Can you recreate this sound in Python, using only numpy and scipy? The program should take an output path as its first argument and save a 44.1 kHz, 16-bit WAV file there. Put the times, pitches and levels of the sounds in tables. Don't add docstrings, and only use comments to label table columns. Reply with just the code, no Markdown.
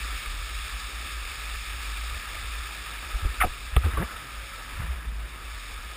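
import sys
import numpy as np
from scipy import signal
from scipy.fft import rfft, irfft, next_fast_len
from scipy.io import wavfile
from scipy.ndimage import uniform_filter1d, map_coordinates

SR = 44100
rng = np.random.default_rng(int(sys.argv[2]) if len(sys.argv) > 2 else 0)


def elevation(decibels):
    levels = np.asarray(decibels, float)
    return 10 ** (levels / 20)


def bounce(signal):
    frames = np.transpose(np.atleast_2d(signal))
    limited = np.clip(frames, -1, 1)
    pcm = np.round(limited * 32767).astype(np.int16)
    wavfile.write(sys.argv[1], SR, pcm)


N = 262836

# centre in Hz, width in Hz, level in dB.
HOUSING_MODES = [(2284, 506, -5), (2638, 644, -6), (3556, 530, -6), (3860, 530, -11), (4420, 950, -11),
                 (5454, 700, -6)]
# centre in Hz, width in Hz, level in dB.
LOW_MODES = [(1170, 180, -6), (1295, 120, 0), (1680, 170, -4.5), (1850, 220, -10)]


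def unit(x):
    return x / np.sqrt(np.mean(x ** 2) + 1e-20)


def curves(rows):
    seconds, *columns = np.transpose(rows)
    return [np.interp(np.arange(N) / SR, seconds, column) for column in columns]


def wobble(rate):
    knots = rng.standard_normal(int(N * rate / SR) + 4)
    return map_coordinates(knots, [np.arange(N) * rate / SR])


def filtered(x, response):
    m = next_fast_len(len(x) + 8192)
    return irfft(rfft(x, m) * response(np.fft.rfftfreq(m, 1 / SR)), m)[:len(x)]


def modes(table):
    def response(f):
        total = 0
        for k, (hz, width, db) in enumerate(table):
            total = total + (-1) ** k * elevation(db) * 1j * f * width / (hz * hz - f * f + 1j * f * width)
        return total
    return response


def swings(table):
    out, t = np.zeros(N), np.arange(N) / SR
    for crest, db, hz, rise, t60 in table:
        build_up = np.exp(-((t - crest) / rise) ** 2 / 2)
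        decay = elevation(-60 * np.abs(t - crest) / t60)
        swell = np.where(t < crest, build_up, decay)
        out = out + elevation(db) * swell * np.cos(2 * np.pi * hz * (t - crest))
    return out


def turbulence(patchy_db, grain_db):
    z = signal.stft(rng.standard_normal(N), nperseg=512)[2]
    field = uniform_filter1d(rng.standard_normal(z.shape), size=5, axis=0)
    patches = unit(uniform_filter1d(field, size=8, axis=1))
    noise = signal.istft(z * elevation(patchy_db * patches), nperseg=512)[1][:N]
    return noise * elevation(grain_db * wobble(400) + 0.63 * wobble(40))


def water():
    # time in seconds, spray flying at the camera in dB, slosh stirred by the paddle in dB over calm.
    ride = [(0.0, -42.5, 0.5), (0.4, -44, 0), (1.0, -43, 0), (1.58, -43.5, 0), (2.2, -44, 1),
            (2.75, -44.5, 1), (3.3, -46, 2), (3.6, -46.5, -0.5), (3.8, -49, 1.5), (3.95, -48, 7.5),
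            (4.2, -48.5, 2), (4.5, -47.5, -1), (4.83, -50, 3.5), (5.0, -53, 2.5), (5.15, -53.5, 0.5),
            (5.35, -50.5, 0.5), (5.62, -47.5, -1), (5.96, -49.5, 1.5)]
    # frequency in Hz, level in dB per Hz.
    bed_spectrum = [(70, -20), (110, -6.5), (200, -3), (700, -5), (1500, 1.5), (3000, -6.5), (3950, -31.5),
                    (6000, -9)]
    spray_db, slosh_db = curves(ride)
    spray_change = spray_db + 44

    def level(calm_db, spray_share, slosh_share):
        return elevation(calm_db + spray_share * spray_change + slosh_share * slosh_db)

    def low_pairs(f):
        return modes(LOW_MODES[:2])(f) - modes(LOW_MODES[2:])(f)

    hz, db = np.transpose(bed_spectrum)
    surge_db = 0.47 * wobble(10)
    wash = unit(filtered(turbulence(0.84, 0.43), low_pairs))
    spray = unit(filtered(turbulence(0.71, 1.05), modes(HOUSING_MODES[:4])))
    fizz = unit(filtered(turbulence(0.55, 0.43), modes(HOUSING_MODES[4:])))
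    bed = unit(filtered(turbulence(1.4, 1.5), lambda f: elevation(np.interp(np.log(f + 1), np.log(hz), db))))
    mix = level(-44, 0.91, 0.73) * wash
    mix += level(-41, 1.04, 0.01) * spray
    mix += level(-45, 1.11, -0.16) * fizz
    mix += level(-43, 0.19, 1.05) * bed
    return elevation(surge_db) * mix


def shaft():
    # centre in Hz, width in Hz, level in dB.
    bending = [(54.64, 7.83, 6.5), (38.5, 25.7, -2), (73, 26, -15.5)]
    # centre in Hz, width in Hz, level in dB.
    second_bending = [(106, 22, 0)]
    # time in seconds, level in dB.
    chop = [(0.0, -36), (0.6, -33.5), (1.3, -36), (2.15, -34), (2.35, -39), (2.58, -34), (2.9, -40.5),
            (3.2, -39.5), (3.3, -26.5), (3.5, -31), (3.62, -37.5), (4.0, -33.5), (4.4, -38.5), (4.68, -42),
            (4.86, -33), (5.1, -37.5), (5.5, -38.5), (5.96, -37)]
    # time in seconds, depth in dB, half length in seconds.
    lulls = [(0.228, 14, 0.024), (0.492, 6, .02), (.69, 14, 0.016), (0.808, 8.5, 0.027), (0.908, 22, 0.013),
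             (1.09, 8, 0.021), (1.348, 9.5, 0.037), (1.654, 15, 0.013), (2.242, 11, 0.029),
             (2.736, 6, 0.04), (2.845, 14, 0.012), (3.353, 18, 0.026), (3.56, 10, 0.022), (3.735, 11, .02),
             (4.103, 15, 0.022), (4.24, 14, 0.056), (4.52, 6, .05), (4.645, 3, 0.023), (4.91, 10, 0.02),
             (5.02, 7, 0.014), (5.296, 17, .015), (5.39, 5.5, 0.022), (5.67, 4, 0.028), (5.96, 8, 0.043)]
    # highest crest in seconds, peak in dB, pitch in Hz, build-up in seconds, t60 in seconds.
    jolts = [(3.159, -20, 45.3, 0.012, 0.084), (3.235, -18.5, 61.4, 0.0056, 0.14),
             (3.259, -11.5, 50, 0.0062, 0.089), (3.455, -15.5, 45, 0.0064, 0.039),
             (3.774, -7.5, 61, 0.0044, 0.1), (3.7708, -15, 113, 0.0044, .04),
             (3.735, -23, 55, 0.0061, 0.14), (3.858, -17, 82, 0.012, 0.098),
             (3.8715, -20.5, 74.6, 0.0087, 0.19), (3.942, -21.5, 70, 0.0052, 0.065),
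             (3.987, -16.5, 54.3, .008, 0.055), (4.002, -24, 105, .005, .05), (4.05, -33, 70, .01, .1),
             (4.799, -23, 91, 0.0031, 0.036), (4.827, -28.5, 70, 0.005, 0.33), (4.91, -21.5, 59, 0.018, .2),
             (5.08, -27, 52.6, 0.0065, 0.81)]
    drum = filtered(filtered(rng.standard_normal(N), modes(bending)), modes([(55, 51, 0)]))
    swing = uniform_filter1d(np.abs(signal.hilbert(drum, next_fast_len(N))[:N]), size=1500)
    flutter = elevation(1.5 * wobble(28))
    steady = unit(flutter * drum / swing ** .9)
    upper = unit(filtered(filtered(rng.standard_normal(N), modes(second_bending)), modes(second_bending)))
    t = np.arange(N) / SR
    drum_db = curves(chop)[0]
    for s, depth, half_length in lulls:
        drum_db = drum_db - depth * np.exp(-((t - s) / half_length) ** 2 / 2)
    return elevation(drum_db) * steady + elevation(-60.0) * upper + swings(jolts)


def squeak():
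    # time in seconds,
    # pitch in Hz, level in dB.
    slips = [(3.4045, 1405, -24), (3.4065, 1870, -27), (3.4095, 2320, -23.5), (3.415, 1203, -17.5),
             (3.419, 2050, -21), (3.425, 1300, -21), (3.426, 743, -30), (3.433, 1405, -23),
             (3.434, 2300, -38), (3.4382, 762, -20), (3.4435, 1272, -28), (3.4462, 722, -23),
             (3.4505, 570, -27), (3.4142, 2180, -22), (3.4235, 1930, -22), (3.414, 758, -32),
             (3.4205, 780, -30), (3.4255, 3520, -34), (3.412, 3150, -35)]
    rise_s, fall_s = .0016, .0032
    pitch_sag, scrape_share = 8, .4
    half = SR // 50
    out, t = np.zeros(N), np.arange(-half, half) / SR
    scrape = unit(filtered(rng.standard_normal(N), modes(LOW_MODES + HOUSING_MODES[:2])))
    jitter = .06 * wobble(700)
    rough_db = 2.5 + 2.2 * wobble(600)
    for k, (s, hz, db) in enumerate(slips):
        own = slice(k * len(t), (k + 1) * len(t))
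        start = round(s * SR) - half
        phase = 2 * np.pi * np.cumsum(hz * (1 - pitch_sag * t + jitter[own])) / SR
        slip = np.sin(phase) * elevation(rough_db[own])
        swell = np.exp(-(t / np.where(t < 0, rise_s, fall_s)) ** 2 / 2)
        out[start:start + len(t)] += elevation(db) * swell * (slip + scrape_share * scrape[own])
    return out


def mount():
    # start in seconds, length in seconds, level in dB, centre in Hz, width in octaves.
    rattles = [(3.244, 0.027, -43, 250, 0.94), (3.439, 0.034, -36, 350, 0.91),
               (3.7644, 0.0053, -28, 1760, 0.66), (3.765, 0.012, -32, 300, .6),
               (3.84, 0.026, -36.5, 1160, 1), (3.848, 0.049, -38.5, 246, 0.73),
               (3.973, 0.026, -35.5, 330, 0.91), (3.44, 0.035, -41.5, 200, 0.2),
               (4.003, 0.04, -38.5, 695, 0.8), (3.973, 0.053, -39, 1280, 0.39),
               (4.02, 0.013, -43, 1590, 0.36), (4.197, 0.19, -55, 120, 0.3), (4.42, 0.075, -53, 108, 0.21),
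               (4.653, .08, -51, 106, 0.21), (4.792, 0.13, -51.5, 170, 0.24), (4.811, 0.025, -48, 1700, .5),
               (4.95, 0.38, -56, 168, 0.51)]
    # highest crest in seconds, peak in dB, pitch in Hz, build-up in seconds, t60 in seconds.
    ticks = [(3.7652, -17, 2700, .0004, .006), (3.7656, -20, 3350, .0006, .009),
             (3.7665, -23, 2050, .0006, .012), (3.7684, -19, 1220, .0012, .018),
             (3.7667, -22, 750, .001, .02), (3.78, -32, 1280, .002, .04), (3.838, -28, 1340, .002, .02),
             (3.974, -21, 1150, .0015, .03), (4.026, -27, 1700, .001, .02), (4.801, -31, 170, .003, .05),
             (4.825, -34, 150, .004, .06), (4.849, -36, 160, .004, .06), (4.05, -33, 1200, .002, .04),
             (4.145, -37, 1300, .008, .1), (4.54, -39, 1320, .008, .1)]
    out, t = np.zeros(N + SR), np.arange(SR // 2) / SR
    for s, length, db, hz, octaves in rattles:
        band = lambda f: np.exp(-(np.log2((f + 1) / hz) / octaves) ** 2 / 2)
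        swell = np.exp(-(t / length) ** 3) * (1 - np.exp(-t / 0.001))
        chatter = filtered(rng.standard_normal(len(t)), band) * swell
        out[round(s * SR):][:len(t)] += elevation(db) * unit(chatter) * np.sqrt(length / t[-1])
    return out[:N] + swings(ticks)


def creak():
    start_s, length_s, level_db = 3.997, .043, -28
    start_hz, climb_hz_per_s, overtone_db = 138, 2000, -7
    t = np.clip(np.arange(N) / SR - start_s, 0, None)
    pitch = (start_hz + climb_hz_per_s * np.minimum(t, .1)) * (1 + .05 * wobble(200))
    phase = 2 * np.pi * np.cumsum(pitch) / SR
    buzz = sum(elevation(overtone_db * k) * np.cos((k + 1) * phase) for k in range(4))
    swell = (1 - np.exp(-t / .003)) * np.exp(-(t / length_s) ** 3)
    return elevation(level_db + 2.8 * wobble(150)) * buzz * swell


def drops():
    # start in seconds, level in dB (the tick starts 5 dB below it), pitch in Hz.
    falling = [
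        (0.2044, -24, 2330),
        (0.2605, -24, 2190),
        (0.3895, -33, 2310),
        (0.7138, -33, 1770),
        (1.2532, -20.5, 2290),
        (1.4442, -22, 2400),
        (1.7409, -29, 2370),
        (1.803, -23, 2500),
        (2.171, -37, 2460),
        (2.354, -18.5, 2320),
    ]
    out, t = np.zeros(N + SR), np.arange(SR // 50) / SR
    for s, db, hz in falling:
        fade = elevation(db - 5 - 60 * t / .008)
        out[round(s * SR):][:len(t)] += fade * np.sin(2 * np.pi * hz * t)
    return out[:N]


def hum():
    # time in seconds, level in dB.
    singing = [
        (4.36, -73),
        (4.42, -58),
        (4.58, -56),
        (4.66, -76),
    ]
    level_db = curves(singing)[0] + 1.5 * wobble(25)
    pitch = 548 + 6 * wobble(20)
    return elevation(level_db) * np.sin(2 * np.pi * np.cumsum(pitch) / SR)


def scene():
    mix = water() + shaft() + squeak() + mount() + creak() + drops() + hum()
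    return np.tile(mix, (2, 1))


def low_pass(x):
    return signal.sosfilt(signal.butter(12, 15830, fs=SR, output="sos"), x)


def record(dry):
    edge = filtered(dry[0], lambda f: 1 / (1 + (f / 5600) ** 20))
    slow = signal.resample_poly(edge, 40, 147, window=("kaiser", 8))
    held = signal.resample_poly(np.repeat(slow, 4), 147, 160)[:N]
    held = filtered(held, lambda f: f < 15310)
    mono = np.pad(held, (0, N - len(held)))
    return low_pass(np.tile(mono, (2, 1)))


dry = scene()
out = record(dry)
bounce(out)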